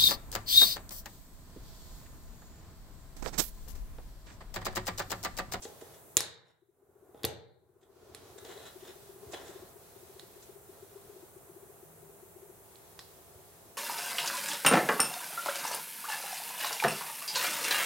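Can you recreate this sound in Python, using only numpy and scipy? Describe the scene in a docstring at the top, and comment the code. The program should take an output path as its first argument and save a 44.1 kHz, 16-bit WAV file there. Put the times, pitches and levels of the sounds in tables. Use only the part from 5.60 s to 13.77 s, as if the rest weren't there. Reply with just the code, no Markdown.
"""In a small room, over the hiss of a camera close by, thumbs press a thin plywood strip onto two tabs.
Each snaps home in turn, an impulse that excites the modes of strip, tab and wooden table; the camera's
gain control ducks after each snap and creeps back. From the first second on, its lens motor steps softly.
The piece is slid aside with a grind of friction. A second strip is picked up, turned in the fingers
and at last laid on top with a light tap."""
import sys
import numpy as np
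from scipy import signal
from scipy.fft import rfft, irfft
from scipy.io import wavfile
from scipy.ndimage import uniform_filter1d, minimum_filter1d

SR = 44100
rng = np.random.default_rng(int(sys.argv[2]) if len(sys.argv) > 2 else 0)


def transcribe(signal):
    """Save signal, clipped to [-1, 1], as a 16-bit WAV file at the path in sys.argv[1]."""
    frames = np.atleast_2d(signal).T
    limited = np.clip(frames, -1, 1)
    pcm = np.round(limited * 32767).astype(np.int16)
    wavfile.write(sys.argv[1], SR, pcm)


N = 360297
TIME = np.arange(N) / SR

# modes of the plywood strip: pitch_hz, level_db, t60_s
STRIP_MODES = [(1180, -23, .015), (1814, -38, .025), (1970, -23, 0.035), (2780, -33, .025),
               (3573, -26, .03), (3840, -18.5, .02), (4100, -26, 0.022), (5170, -19, .025),
               (5800, -22.5, .015), (6700, -21, .02), (7145, -30, .02), (7220, -28.5, .02),
               (7660, -24, .02), (10130, -21, .012), (10800, -12, .015), (13300, -11.5, 0.0067)]
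# modes of the table top: pitch_hz, level_db, t60_s
TABLE_MODES = [(88, -29, 0.33), (122, -15, 0.06), (183, -19.5, 0.039), (260, 1, 0.011), (360, -8.5, 0.024),
               (438.3, -3, 0.026), (550, -21.5, 0.087), (806, -16.5, .04)]


def undb(db):
    """Decibels as an amplitude ratio."""
    return 10 ** (np.asarray(db) / 20)


def unit(x):
    """Normalisation to an rms of 1."""
    return x / np.sqrt(np.mean(x ** 2))


def add(track, start_s, sound):
    """Superposition: a sound adds to the track from start_s on."""
    start = max(int(start_s * SR), 0)
    part = sound[..., :N - start]
    track[..., start:start + part.shape[-1]] += part


def colour(x, spectrum):
    """Spectral shaping by (frequency_hz, level_db) points, to an rms of 1."""
    hz, db = np.transpose(spectrum)
    bins = np.maximum(np.fft.rfftfreq(x.shape[-1], 1 / SR), 1)
    gain = undb(np.interp(np.log(bins), np.log(hz), db))
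    return unit(irfft(rfft(x) * gain, x.shape[-1]))


def lowpass(x, hz, order=2):
    """Attenuation above a cut-off."""
    return signal.sosfilt(signal.butter(order, min(hz, .45 * SR), fs=SR, output="sos"), x)


def highpass(x, hz, order=2):
    """Attenuation below a cut-off."""
    return signal.sosfilt(signal.butter(order, hz, "high", fs=SR, output="sos"), x)


def pair(size, coherence):
    """Partial coherence: left and right noise share a fraction of their power."""
    noise = rng.standard_normal((3, size))
    return np.sqrt(coherence) * noise[2] + np.sqrt(1 - coherence) * noise[:2]


def held(size, samples):
    """Sample and hold: random values, each kept for so many samples."""
    return np.repeat(rng.standard_normal(size // samples + 1), samples)[:size]


def fade(t, t60):
    """Exponential decay, 60 dB in t60 seconds."""
    return np.exp(-np.log(1000) * t / t60)


def swell(start_s, length_s, edge_s):
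    """Trapezoidal envelope, half way up at the start and at the end of its length."""
    return np.clip(.5 + np.minimum(TIME - start_s, start_s + length_s - TIME) / edge_s, 0, 1)


def ring(t, modes, detune, scatter_db):
    """Damped modes: each blow meets them in another place, and each radiates its own share to each side."""
    hz, db, t60 = np.transpose(modes)
    hz = hz * (1 + detune * rng.standard_normal(len(hz)))
    shares = undb(db + scatter_db * rng.standard_normal((2, len(hz))))
    return shares @ (np.sin(2 * np.pi * hz[:, None] * t) * fade(t, t60[:, None]))


def background(air_db=-58.5, hiss_db=-57, whine_hz=678, whine_db=-74, drone_hz=160, drone_db=-64):
    """Noise floor: low room noise, a thin whine and a passing drone under the microphone's self-noise."""
    # spectrum of the room's air: frequency_hz, density_db
    air_spectrum = [(20, -8.5), (35, 6.5), (48, 9), (60, -2.5), (90, 2), (170, -0.5), (240, -9.5),
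                    (310, -6.5), (390, 5), (480, -2), (800, -5), (1400, -14.5), (2600, -36), (5000, -40)]
    # spectrum of the microphone's hiss: frequency_hz, density_db
    hiss_spectrum = [(300, 5), (1500, 0.5), (3000, -8.5), (4300, -35.5), (6000, -4.5), (8000, 0.5),
                     (11000, 2.5), (15500, 2)]
    air = undb(air_db) * colour(pair(N, coherence=.65), air_spectrum)
    hiss = undb(hiss_db) * colour(pair(N, coherence=0), hiss_spectrum)
    whine = undb(whine_db) * np.sin(2 * np.pi * whine_hz * TIME)
    passing = swell(start_s=6.24, length_s=.3, edge_s=.065)
    drone = undb(drone_db) * passing * np.sin(2 * np.pi * drone_hz * TIME)
    return air + hiss + np.sqrt(2) * (whine + drone)


def fingers(hold_db=-73, edge_s=.1):
    """Friction noise: dry skin whispers on sanded wood and hands rustle; incoherent parts add in power."""
    # changes of grip: start_s, length_s, whisper_db, rustle_db
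    grips = [(0, 0.36, -65.5, -60.5), (1.15, 0.49, -98, -52), (2.0, 0.56, -75.5, -51),
             (2.335, 0.39, -59, -52), (2.808, 0.72, -65.5, -72), (3.62, 0.47, -64.5, -57),
             (4.21, 0.71, -67, -78), (5.08, 0.59, -69.5, -65.5), (7.078, 0.48, -69, -75),
             (7.45, 0.77, -69.5, -80)]
    # spectrum of skin on wood: frequency_hz, density_db
    skin_spectrum = [(1000, -10.5), (1900, -2.5), (3000, -3), (4500, -1), (5600, -1), (8000, -5),
                     (15000, -17.5)]
    # spectrum of a moving hand: frequency_hz, density_db
    rustle_spectrum = [(60, 2.5), (110, 3), (240, -3.5), (420, 4), (800, -5.5), (1400, -13), (2600, -34.5),
                       (6000, -48.5)]
    whisper_power, rustle_power = undb(hold_db) ** 2, 0  # fingers that only hold still whisper
    for start_s, length_s, whisper_db, rustle_db in grips:
        motion = swell(start_s, length_s, edge_s)
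        whisper_power += motion * undb(whisper_db) ** 2
        rustle_power += motion * undb(rustle_db) ** 2
    whisper = np.sqrt(whisper_power) * colour(pair(N, coherence=.13), skin_spectrum)
    rustle = np.sqrt(rustle_power) * colour(pair(N, coherence=.83), rustle_spectrum)
    return whisper + rustle


def slides(grain_db=2, lurch_db=3, edge_s=.007, catch_per_s=300, catch_db=-9, catch_spread_db=5):
    """Sliding friction: fibres grind in dense grains, single catches ring the strip, sharp edges squeak."""
    # wood sliding on wood or on the table: start_s, length_s, grind_db, squeak_db
    strokes = [(0.021, .03, -60, -44.5), (.21, .015, -54, -57.5), (0.336, .03, -63.5, -69),
               (0.851, 0.067, -39.5, -55), (1.543, 0.11, -61, -92), (2.213, 0.028, -49, -54),
               (2.778, 0.013, -54.5, -56), (2.846, .245, -55, -64), (3.205, 0.1, -59, -69),
               (3.28, 0.032, -54, -71), (3.715, 0.035, -58, -52), (3.732, .018, -43, -58),
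               (3.748, 0.23, -60, -70), (3.844, 0.076, -61, -61), (4.823, 0.022, -68, -62)]
    # spectrum of grinding fibres: frequency_hz, density_db
    grind_spectrum = [(60, -14), (250, -3.5), (450, 6.5), (800, -1), (1250, -6), (1800, -5.5),
                      (2400, -12.5), (3000, -7.5), (4000, -11.5), (4900, -20.5), (8000, -28),
                      (15000, -34.5)]
    # spectrum of a squeaking edge: frequency_hz, density_db
    squeak_spectrum = [(2000, -20.5), (3600, -14.5), (4800, -12), (5700, -8), (6500, -7), (7600, -4),
                       (9000, -11), (11000, -22), (15000, -25.5)]
    out, t = np.zeros((2, N)), TIME[:SR // 3]
    for start_s, length_s, grind_db, squeak_db in strokes:
        # the piece moves in small lurches, with a new grip about every millisecond
        lurch = uniform_filter1d(held(len(t), samples=441), size=220)
        grip = undb(grain_db * held(len(t), samples=49))
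        stroke = np.clip(np.minimum(t, length_s + edge_s - t) / edge_s, 0, 1) * undb(lurch_db * lurch)
        caught = rng.random(len(t)) < catch_per_s / SR
        catches = caught * undb(catch_spread_db * rng.standard_normal(len(t)))
        # the fingers clamp the strip differently in every stroke, which shifts its modes
        strip = ring(t, STRIP_MODES, detune=.035, scatter_db=3)
        strip = highpass(lowpass(strip, hz=6000), hz=670)
        rasp = unit(signal.fftconvolve(catches[None], strip, axes=1)[:, :len(t)])
        grind = colour(grip * pair(len(t), coherence=.65), grind_spectrum) + undb(catch_db) * rasp
        squeak = colour(grip * pair(len(t), coherence=.12), squeak_spectrum)
        add(out, start_s - edge_s / 2, stroke * (undb(grind_db) * grind + undb(squeak_db) * squeak))
    return out


def reflection(x, lag_s=.0028, level_db=-11):
    """Early reflection: a near surface returns one delayed, weaker copy."""
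    out = np.zeros_like(x)
    add(out, lag_s, undb(level_db) * x)
    return out


def room(x, wet_db=-3, build_s=.003):
    """Reverberation: a diffuse field builds up and decays, the treble first."""
    # the room's response to the wood: frequency_hz, level_db, t60_s
    response = [(70, -7, 0.55), (125, -3, 0.74), (220, -5, 0.46), (440, 0.5, 0.5), (900, 5.5, .48),
                (1700, 8, .46), (2583, 3.5, 0.31), (3750, 9.5, .35), (5000, 5, 0.3), (6800, 4.5, 0.27),
                (9900, 7.5, 0.17), (14800, -13, 0.28)]
    hz, db, t60 = np.transpose(response)
    t, log_bins = TIME[:SR], np.log(np.arange(SR // 2 + 1) + 1)
    bands = np.array([np.interp(log_bins, np.log(hz), row) for row in np.eye(len(hz))])
    noise = irfft(rfft(pair(SR, coherence=.34))[:, None] * bands, SR)
    tail = (noise * undb(db)[:, None] * fade(t, t60[:, None])).sum(axis=1)
    tail *= 1 - np.exp(-t / build_s)
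    return signal.fftconvolve(x, undb(wet_db) * unit(tail) / np.sqrt(SR), axes=1)[:, :N]


def contact(cutoff_hz, tab_hz, tab_db, tick_db=2, crack_db=-4, splinter_db=-24, tab_rise_s=.0002):
    """Impulse excitation: wood meets wood with a crack, and the strip and the short tab ring freely."""
    t = TIME[:SR // 3]
    envelope = undb(crack_db) * fade(t, t60=.0028) + undb(splinter_db) * fade(t, t60=.045)
    crack = pair(len(t), coherence=.6) * envelope
    crack[:, 0] += undb(tick_db)
    # so small a piece radiates little bass; a softer contact also leaves out the treble
    crack = lowpass(highpass(crack, hz=2400, order=1), cutoff_hz)
    strip = lowpass(ring(t, STRIP_MODES, detune=.008, scatter_db=1.2), cutoff_hz)
    at_ports = t - np.array([[0], [12e-6]])  # the tone reaches the right microphone port later
    tab_envelope = fade(t, t60=.0049) * (1 - np.exp(-t / tab_rise_s))
    tab = undb(tab_db) * np.sin(2 * np.pi * tab_hz * at_ports) * tab_envelope
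    return crack, strip, tab


def table_thump(yield_s=.0014):
    """Inertia: the heavy table takes a moment to give way, then rings."""
    t = TIME[:SR // 3]
    ringing = ring(t, TABLE_MODES, detune=.013, scatter_db=1.5)
    return highpass(ringing * (1 - np.exp(-t / yield_s)), hz=80)


def impacts(tap_tab_hz=4170, tap_low_hz=299.6, strip_send_db=-18):
    """Impact radiation: taps and snaps give a direct sound and a share sent into the room."""
    # Tab and thump are relative to the blow's level; pan is left minus right.
    # loose pieces touch each other or the table: start_s, level_db, cutoff_hz, tab_db, thump_db, pan_db
    taps = [(.053, -24.5, 2900, -11, 0, 0), (.222, -40.5, 900, -25, 11, -0.5),
            (1.546, -35.5, 2990, -20, 13.5, 2), (2.5479, -19, 10400, -4, -12.5, -2.5),
            (2.85, -33, 6000, -18, -1, 0), (2.894, -47, 4000, -7, -8, -4),
            (3.739, -23.5, 3600, -11, -21, 6), (3.745, -26, 3400, -24, -3, 3),
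            (4.596, -33.5, 8000, 0.5, -17, -9), (7.157, -43.5, 4860, 0.5, -27, -6),
            (7.3919, -24, 5700, -10, -27, -3.5)]
    # a joint gives way and slams home: start_s, level_db, cutoff_hz, tab_hz, tab_db, thump_db, pan_db
    snaps = [(0.5692, 31, 16400, 7010, 10.5, -12, 0.5), (0.5751, 28.5, 18230, 3860, -14.5, -23.5, -1.5),
             (0.6059, 25, 10700, 5540, -3.5, -30, 2.5), (1.634, -18.5, 15140, 4600, -3, -16, 2),
             (1.643, 19.5, 2980, 3600, 0, 1, 1), (1.6496, 22, 18350, 11900, 4, -18, -0.5),
             (1.6521, 15.5, 2970, 4380, 6, -12, -1)]
    direct, sent = np.zeros((2, N)), np.zeros((2, N))

    def strike(start_s, level_db, pan_db, crack, strip, tab, thump):
        gain = undb(level_db + np.array([[pan_db], [-pan_db]]) / 2)
        add(direct, start_s, gain * (crack + strip + tab + thump))
        # the flat faces beam their tones upward, while the crack spreads everywhere
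        add(sent, start_s, gain * (crack + thump + undb(strip_send_db) * strip))

    for start_s, level_db, cutoff_hz, tab_hz, tab_db, thump_db, pan_db in snaps:
        wood = contact(cutoff_hz, tab_hz, tab_db)
        strike(start_s, level_db, pan_db, *wood, undb(thump_db) * table_thump())
    for start_s, level_db, cutoff_hz, tab_db, thump_db, pan_db in taps:
        wood = contact(cutoff_hz, tap_tab_hz, tab_db)
        thump = highpass(table_thump(), tap_low_hz)  # a light tap hardly moves the deep modes
        strike(start_s, level_db, pan_db, *wood, undb(thump_db) * thump)
    return direct, sent


def afterrings():
    """Beating: many close modes interfere and die away together."""
    # a high wooden ring that lingers after some blows: start_s, centre_hz, width_hz, level_db, t60_s
    clusters = [(.575, 3800, 480, -3, .44), (1.65, 3950, 1000, -15, .47), (4.597, 4200, 1100, -61, .25),
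                (7.392, 4400, 1800, -59, .25)]
    out, t = np.zeros((2, N)), TIME[:SR]
    bins = np.fft.rfftfreq(SR, 1 / SR)
    for start_s, centre_hz, width_hz, level_db, t60_s in clusters:
        band = 1 / (1 + (2 * (bins - centre_hz) / width_hz) ** 4)
        cluster = irfft(rfft(pair(SR, coherence=.3)) * band, SR)
        add(out, start_s, undb(level_db) * unit(cluster) * fade(t, t60_s))
    return out


def lens_steps(tick_s=.06673, first_push_db=.5, check_db=-47):
    """Clocked pulse train of (time_s, level_db): every tick in a hunt, every second tick between hunts."""
    # the lens motor hunts for focus: first_step_s, last_step_s, level_db
    hunts = [(1.029, 1.095, -36), (1.23, 1.496, -40), (1.967, 2.494, -39.5), (2.766, 2.963, -46.5),
             (3.165, 3.364, -45.5), (3.5, 3.699, -46.5), (3.898, 4.03, -44.5), (4.368, 4.632, -48),
             (4.898, 4.965, -46.5), (5.502, 5.634, -45.5), (5.901, 6.099, -48), (6.433, 6.502, -49.5),
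             (6.768, 6.901, -46.5)]
    steps = []
    for (first_s, last_s, level_db), following in zip(hunts, hunts[1:] + hunts[-1:]):
        end = round((last_s - first_s) / tick_s)
        resume = round((following[0] - first_s) / tick_s)
        steps += [(first_s + k * tick_s, level_db + first_push_db * (k == 0)) for k in range(end + 1)]
        steps += [(first_s + k * tick_s, check_db) for k in range(end + 2, resume - 1, 2)]
    return steps


def lens_motor(step_hz=382, step_s=.02737, glide=.21, body_hz=398, body_db=-15, pan_db=8):
    """Resonance: each motor step is a short rising purr that leaves the camera body ringing faintly."""
    out, t = np.zeros(N), TIME[:SR // 2]
    progress = np.minimum(t / step_s, 1)
    for time_s, level_db in lens_steps():
        detune, purr_phase, body_phase, uneven_db = rng.standard_normal(4)
        hz = step_hz * (1 + .027 * detune + glide * (progress - .5))
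        purr = np.sin(np.pi * progress) ** 2 * np.sin(2 * np.pi * np.cumsum(hz) / SR + np.pi * purr_phase)
        body = progress * fade(t, t60=.74) * np.sin(2 * np.pi * body_hz * t + np.pi * body_phase)
        add(out, time_s - step_s / 2, undb(level_db + uneven_db) * (purr + undb(body_db) * body))
    return out * undb(np.array([[pan_db], [-pan_db]]) / 2)


def hand_bumps(cutoff_hz=110):
    """Compliant contact: flesh pushes slowly, so only the deepest modes of the table answer."""
    # the heel of a hand meets the table: start_s, level_db
    bumps = [(2.509, -38), (2.818, -43), (3.668, -35), (4.541, -50), (7.66, -42), (7.749, -40)]
    out, t = np.zeros((2, N)), TIME[:SR // 3]
    for start_s, level_db in bumps:
        ringing = ring(t, TABLE_MODES, detune=.04, scatter_db=1)
        add(out, start_s, undb(level_db) * lowpass(ringing, cutoff_hz, order=4))
    return out


def scene():
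    """Superposition of the wood, its reflection and reverberation, the lens motor and the noise floor."""
    blows, sent = impacts()
    rubbing = slides() + fingers()
    wood = blows + rubbing + hand_bumps()
    into_room = sent + undb(-3) * rubbing
    return wood + reflection(wood) + afterrings() + room(into_room) + lens_motor() + background()


def gain_control(x, ceiling_db=-27, sense_hz=1200, release_db_per_s=31):
    """Limiting: the gain drops at once when lows and mids get too loud, then climbs at a steady rate."""
    sensed = lowpass(x, sense_hz, order=1)
    power = uniform_filter1d(np.mean(sensed ** 2, axis=0), size=132)
    excess_db = np.maximum(10 * np.log10(np.maximum(power, 1e-12)) - ceiling_db, 0)
    climb_db = release_db_per_s * TIME
    cut_db = np.maximum.accumulate(excess_db + climb_db) - climb_db
    # it looks a moment ahead, so the attack passes unbent
    return x * undb(uniform_filter1d(minimum_filter1d(-cut_db, size=33), size=33))


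def record(dry, top_hz=15850):
    """Band limiting: the camera's microphone drops the deep bass, rides its gain and cuts the top."""
    ridden = gain_control(highpass(dry, hz=64, order=4))
    return signal.sosfilt(signal.ellip(10, .2, 80, top_hz, fs=SR, output="sos"), ridden)


dry = scene()
out = record(dry)
transcribe(out)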